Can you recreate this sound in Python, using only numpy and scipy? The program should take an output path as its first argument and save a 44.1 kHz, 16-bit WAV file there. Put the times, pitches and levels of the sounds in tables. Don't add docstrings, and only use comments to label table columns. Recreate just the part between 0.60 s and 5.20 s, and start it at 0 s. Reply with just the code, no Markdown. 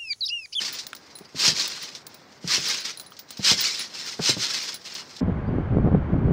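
import sys
import numpy as np
from scipy import signal
from scipy.fft import rfft, irfft
from scipy.io import wavfile

SR = 44100
rng = np.random.default_rng(int(sys.argv[2]) if len(sys.argv) > 2 else 0)


def master(y):
    cut = np.clip(np.atleast_2d(y).T, -1, 1)
    pcm = np.round(cut * 32767)
    wavfile.write(sys.argv[1], SR, pcm.astype(np.int16))


N = 203054
TIME_S = np.arange(N) / SR
RING_S = TIME_S[:2 * SR // 3]

# frequency in Hz, relative gain in dB.
GARDEN_SPECTRUM = [(26, -27), (45, -7), (195, 3.5), (322, 1), (485, 1), (602, 0), (823, -1.5), (1070, -2),
                   (1430, -4), (2150, -6), (5230, -41), (8250, -44), (9310, -47), (10000, -50),
                   (14000, -29)]
TAP_SPECTRUM = [(300, -27), (800, -12.5), (1250, 4), (2200, -10), (3200, 2.5), (4300, -19.5), (9000, -21),
                (16000, -40)]
TICK_SPECTRUM = [(800, -1.5), (3000, 0), (4100, 10), (6500, 1.5), (9300, 3.5), (11000, -13), (14000, -7),
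                 (16000, 15)]
MAT_SPECTRUM = [(25, -35), (50, -25), (80, -7.5), (120, 5), (175, 5.5), (260, -1), (380, -4.5), (600, -7.5),
                (1500, -48.5)]
SLAP_SPECTRUM = [(60, -7), (150, -12), (400, -8), (800, -14), (1500, -20.5), (4000, -43), (10000, -69)]
FRAME_SPECTRUM = [(30, -60), (80, -21), (150, -4), (400, -2.5), (750, -5.5), (1200, -1.5), (1900, 3),
                  (2700, 1.5), (4000, -14), (9000, -22)]
HOOK_SPECTRUM = [(300, -59), (1000, -19), (2000, -13), (3200, -6.5), (4100, -1), (5100, 1), (6200, -5),
                 (8000, -15), (9500, -21), (10800, -38), (12800, -25.5), (16000, -37)]
# start in seconds, relative peak in dB.
POLE_TAPS = [(0.331, -23.5), (1.1772, -31), (2.52, -35), (4.3626, -31), (4.426, -39.5)]
# start in seconds, relative level in dB,
# offset of the middle modes in dB, offset of the contact tick in dB.
PIECE_STRIKES = [(0.1273, -27, -5, -14), (0.2674, -36, -7, 9.5), (0.35, -37, -7, 2),
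                 (0.5868, -46, -18, 10.5), (1.0774, -40, 0, 16), (1.2261, -36, -1.5, -6),
                 (1.4669, -37, -12, 6.5), (2.0857, -30, -2, -14), (2.2024, -40, 1, 0),
                 (2.3736, -40, 7, 5.5), (2.3974, -34.5, 0, 7), (2.4118, -46, -15, 11),
                 (2.4634, -53.5, 15, 11), (2.592, -32.5, -15, 2), (2.706, -40.5, -9, 13.5),
                 (3.007, -16.5, -12, -14), (3.1941, -40.5, 14, 10), (4.143, -34, 4, 6.5)]
# frequency in Hz, relative level in dB, t60 in seconds.
PIECE_MIDDLE_MODES = [(4070, 2.5, 0.05), (9880, -4, 0.13), (10000, 0, 0.052)]
PIECE_TOP_MODES = [(11700, -26, .08), (14990, -7, .05), (15100, 0, .075)]
# start in seconds, relative peak in dB, slap offset in dB,
# flutter t60 in seconds, boom frequency in Hz, boom offset in dB.
MAT_FOOTFALLS = [(0.608, -37.5, -10, 0.035, 410, 0), (0.746, -29, -19.5, 0.14, 250, -8),
                 (1.842, -29, -15, 0.25, 179, 0), (2.793, -20.5, -31, 0.04, 184.5, -6.5),
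                 (3.592, -17.5, -9, 0.044, 167, -6), (3.767, -23.5, -13, 0.13, 139, -14)]
# frequency in Hz, relative level in dB.
COIL_TONES = [(1610, 7), (1868, 0), (2634, -7), (3284, 4), (3521, -6), (3786, -4), (4048, -4), (4377, -11),
              (4927, -4), (5067, -10), (5186, 8), (5491, 10), (5648, 4), (5787, -10), (6546, -15)]
# start in seconds, relative peak in dB, t60 in seconds.
HOOK_SNAPS = [(0.056, -14, 0.11), (0.187, -15.5, 0.15), (0.3642, -29, 0.05), (0.797, -9.5, 0.12),
              (0.8778, -0.5, 0.075), (1.3501, -19, 0.13), (1.8755, -12.5, 0.089), (2.056, -12.5, 0.088),
              (2.2526, -21, 0.15), (2.5668, -31.5, 0.099), (2.59, -24, 0.066), (2.7706, -22.5, 0.061),
              (2.846, -7.5, 0.1), (2.9119, -2, 0.07), (3.6926, -4, 0.1), (4.351, -17, 0.11),
              (4.565, -23.5, 0.06)]
# start in seconds, hold in seconds,
# relative rasp in dB.
SPRING_SCRAPES = [(0.0, 0.08, -31), (0.131, 0.017, -33), (0.42, 0.08, -53.5), (1.106, 0.03, -36.5),
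                  (1.225, 0.04, -40.5), (1.56, 0.02, -54), (1.715, 0.04, -56.5), (2.147, 0.025, -31.5),
                  (2.254, 0.05, -37.5), (2.691, 0.12, -48), (3.178, 0.046, -35.5), (3.345, 0.18, -34.5),
                  (3.901, 0.2, -32), (4.263, 0.14, -39.5), (4.494, 0.12, -46.5)]
# rasp centre in seconds, relative rasp in dB, half width in
# seconds, frame offset in dB, half widths of rebound and of settling in seconds, delay of the knock at
# full stretch in seconds, relative knock peak in dB.
MAT_BOUNCES = [(0.857, -17.5, 0.063, -10.5, 0.067, 0.25, 0.021, -24.5),
               (1.945, -19, 0.054, -10, 0.079, 0.13, 0.033, -28.5),
               (2.892, -14.5, 0.05, -12, 0.071, 0.23, 0.022, -23),
               (3.685, -18.5, 0.046, -11, 0.06, 0.12, 0.008, -22.5)]


def undb(db):
    return 10 ** (np.asarray(db) / 20)


def level(x, db):
    return x * undb(db) / np.sqrt(np.mean(x ** 2))


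def peak(x, db):
    return x * undb(db) / np.abs(x).max()


def unit(x):
    return x / np.sqrt(np.sum(x ** 2))


def fade(t60_s):
    return np.exp(-np.log(1000) * RING_S / t60_s)


def burst(t60_s):
    return rng.standard_normal(len(RING_S)) * fade(t60_s)


def mode(hz, t60_s):
    return np.sin(2 * np.pi * (hz * RING_S + rng.random())) * fade(t60_s)


def convolve(x, response):
    return signal.fftconvolve(x, response)[:len(x)]


def colour(x, spectrum, size=4096):
    hz, db = np.transpose(spectrum)
    bin_hz = np.fft.rfftfreq(size, 1 / SR)
    bin_db = np.interp(np.log(bin_hz + 1), np.log(hz), db)
    cepstrum = irfft(np.log(undb(bin_db)))[:size // 2]
    cepstrum[1:] *= 2
    response = irfft(np.exp(rfft(cepstrum, size)))
    return convolve(x, unit(response))


def walk(rate_hz):
    knots = rng.standard_normal(2048)
    return np.interp(TIME_S * rate_hz, np.arange(len(knots)), knots)


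def add(track, start_s, sound):
    start = int(start_s * SR)
    track[start:start + len(sound)] += sound[:N - start]


def garden(rms_db=-52.5, waver_db=1.8):
    hush = colour(rng.standard_normal(N), GARDEN_SPECTRUM)
    return level(hush * undb(waver_db * walk(rate_hz=6.59)), rms_db)


def yard_echo(x, wet_db=-26, t60_s=0.33, build_s=0.086):
    response = burst(t60_s) * np.minimum(RING_S / build_s, 1)
    return undb(wet_db) * convolve(x, unit(response))


def taps(gain_db=2.0, t60_s=0.018):
    out = np.zeros(N)
    for start_s, db in POLE_TAPS:
        add(out, start_s, peak(colour(burst(t60_s), TAP_SPECTRUM), db + gain_db))
    return out


def jiggles(motion, count=22, spread_db=6):
    odds = np.cumsum(np.minimum(motion, np.quantile(motion, 0.6)))
    starts_s = np.interp(rng.random(count), odds / odds[-1], TIME_S)
    levels_db = [-45, -10, -4] + spread_db * rng.standard_normal((count, 3))
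    return [(start_s, *row) for start_s, row in zip(starts_s, levels_db)]


def tinkles(touches, ring_db=-4.5, tick_db=12.5, chatter_db=-4, detune=0.0011):
    out = np.zeros(N)
    for start_s, db, middle_db, contact_db in touches:
        ring = 0
        for modes, offset_db in ((PIECE_TOP_MODES, 0), (PIECE_MIDDLE_MODES, middle_db)):
            for hz, mode_db, t60_s in modes:
                detuned_hz = hz * (1 + detune * rng.standard_normal())
                ring += undb(mode_db + offset_db) * mode(detuned_hz, t60_s)
        contact = undb(chatter_db) * unit(burst(t60_s=0.069))
        contact[0] += 1
        tinkle = np.linalg.norm(ring) * unit(convolve(ring, contact))
        add(out, start_s, undb(db + ring_db) * tinkle)
        tick = colour(burst(t60_s=0.03), TICK_SPECTRUM)
        add(out, start_s, peak(tick, db + contact_db + tick_db))
    return out


def frame_knocks(slap_offset_db=-3, t60_s=0.25, boom_hz=173.4, boom_offset_db=-11):
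    return [(centre_s + delay_s, db, slap_offset_db, t60_s, boom_hz, boom_offset_db)
            for centre_s, *_, delay_s, db in MAT_BOUNCES]


def mat(blows, flutter_db=4, thud_db=-1.0, slap_db=5.5, boom_cycles=20):
    out = np.zeros(N)
    for start_s, db, slap_offset_db, t60_s, boom_hz, boom_offset_db in blows:
        push = undb(flutter_db) * unit(burst(t60_s))
        push[0] -= 1
        add(out, start_s, peak(colour(push, MAT_SPECTRUM), db + thud_db))
        boom = mode(boom_hz, boom_cycles / boom_hz) * (1 - fade(t60_s=0.0047))
        add(out, start_s, peak(boom, db + boom_offset_db))
        slap = colour(burst(t60_s=0.055), SLAP_SPECTRUM)
        add(out, start_s, peak(slap, db + slap_offset_db + slap_db))
    return out


def coils(shake, ring_db=-27, t60_cycles=1700, max_t60_s=0.9):
    response = sum(undb(db) * mode(hz, min(t60_cycles / hz, max_t60_s)) for hz, db in COIL_TONES)
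    return undb(ring_db) * convolve(shake, unit(response))


def snaps(gain_db=-5.5):
    out = np.zeros(N)
    for start_s, db, t60_s in HOOK_SNAPS:
        add(out, start_s, peak(colour(burst(t60_s), HOOK_SPECTRUM), db + gain_db))
    return out


def swell(centre_s, half_s):
    return 10 ** -(((TIME_S - centre_s) / half_s) ** 2)


def strain(rebound_delay_s=0.15, rebound_db=-7, settling_db=-17.5, scrape_frame_db=-8.5):
    attack_s, release_s = 0.011, 0.019
    rasp_power, frame_power = undb(-59) ** 2, undb(-67) ** 2
    for centre_s, db, half_s, frame_db, rebound_half_s, settling_half_s, _, _ in MAT_BOUNCES:
        rebound_s = centre_s + rebound_delay_s
        rebound = undb(rebound_db) ** 2 * swell(rebound_s, rebound_half_s)
        settling = undb(settling_db) ** 2 * swell(rebound_s, settling_half_s) * (TIME_S > rebound_s)
        power = undb(db) ** 2 * (swell(centre_s, half_s) + rebound + settling)
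        rasp_power += power
        frame_power += power * undb(frame_db) ** 2
    for start_s, hold_s, db in SPRING_SCRAPES:
        before_s = np.maximum(start_s - TIME_S, 0)
        after_s = np.maximum(TIME_S - start_s - hold_s, 0)
        power = undb(db) ** 2 * np.exp(-before_s / attack_s - after_s / release_s)
        rasp_power += power
        frame_power += power * undb(scrape_frame_db) ** 2
    return np.sqrt(rasp_power), np.sqrt(frame_power)


def pings(gain, low_hz, high_hz, t60_s, count, attack_s=0.0005):
    out, age_s = np.zeros(N), RING_S[:SR // 8]
    envelope = np.exp(-np.log(1000) * age_s / t60_s) * (1 - np.exp(-age_s / attack_s))
    for position, pitch, size in rng.random((count, 3)):
        hz = low_hz * (high_hz / low_hz) ** pitch
        ping = size * envelope * np.sin(2 * np.pi * hz * age_s)
        add(out, position * N / SR, gain[int(position * N)] * ping)
    return np.linalg.norm(gain) * unit(out)


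def hook_slips(median_hz=74.9, scatter_db=1.0, grip_db=7):
    rate_hz = median_hz * np.exp(0.5 * walk(rate_hz=25))
    cycles = np.cumsum(rate_hz) / SR + rng.random()
    slip_at = np.flatnonzero(np.diff(np.floor(cycles)))
    polarity, scatter = rng.standard_normal((4096, 2))[:len(slip_at)].T
    grip = walk(rate_hz=20)[slip_at]
    slips = np.zeros(N)
    slips[slip_at] = np.sign(polarity) * undb(scatter_db * np.tanh(scatter) + grip_db * np.tanh(grip))
    return level(slips, 0)


def spring_response(clatter_db=6.0, tone_db=-7.5, tone_range_hz=(3000, 8000)):
    tones = sum(mode(hz, t60_s=0.12) for hz in rng.uniform(*tone_range_hz, 6))
    response = undb(clatter_db) * unit(burst(t60_s=0.038)) + undb(tone_db) * unit(tones)
    response[0] += 1
    return unit(response)


def springs(rasp_gain, frame_gain, light_spurt_db=4.0, heavy_spurt_db=1.0, count=20):
    hooks, tubes = np.zeros(N), np.zeros(N)
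    for _ in range(count):
        slips = hook_slips()
        hooks += convolve(slips, spring_response())
        tubes += convolve(slips, unit(burst(t60_s=0.026)))
    load_db = 20 * np.log10(rasp_gain)
    spurt_db = np.interp(load_db, [-42, -22], [light_spurt_db, heavy_spurt_db])
    spurts = undb(spurt_db * walk(rate_hz=55))
    hook_gain, tube_gain = rasp_gain * spurts, frame_gain * spurts
    hook_pings = pings(hook_gain, low_hz=2004, high_hz=10000, t60_s=0.074, count=2600)
    tube_pings = pings(tube_gain, low_hz=793.6, high_hz=3287, t60_s=0.08, count=800)
    rasp = level(hooks, -1.44) * hook_gain + undb(-10.5) * hook_pings
    clank = level(tubes, -1.68) * tube_gain + undb(-14.5) * tube_pings
    return colour(rasp, HOOK_SPECTRUM) + colour(clank, FRAME_SPECTRUM)


def scene():
    rasp_gain, frame_gain = strain()
    steel = springs(rasp_gain, frame_gain) + snaps() + taps()
    near = steel + coils(steel)
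    near += mat(MAT_FOOTFALLS + frame_knocks())
    near += tinkles(PIECE_STRIKES + jiggles(rasp_gain))
    return (near + yard_echo(near) + garden())[None]


def record(dry):
    low_hz, top_hz = 68, 15600
    highpass = signal.butter(4, low_hz, "highpass", fs=SR, output="sos")
    lowpass = signal.ellip(10, 0.2, 80, top_hz, fs=SR, output="sos")
    return signal.sosfilt(lowpass, signal.sosfilt(highpass, dry))


dry = scene()
out = record(dry)
master(out)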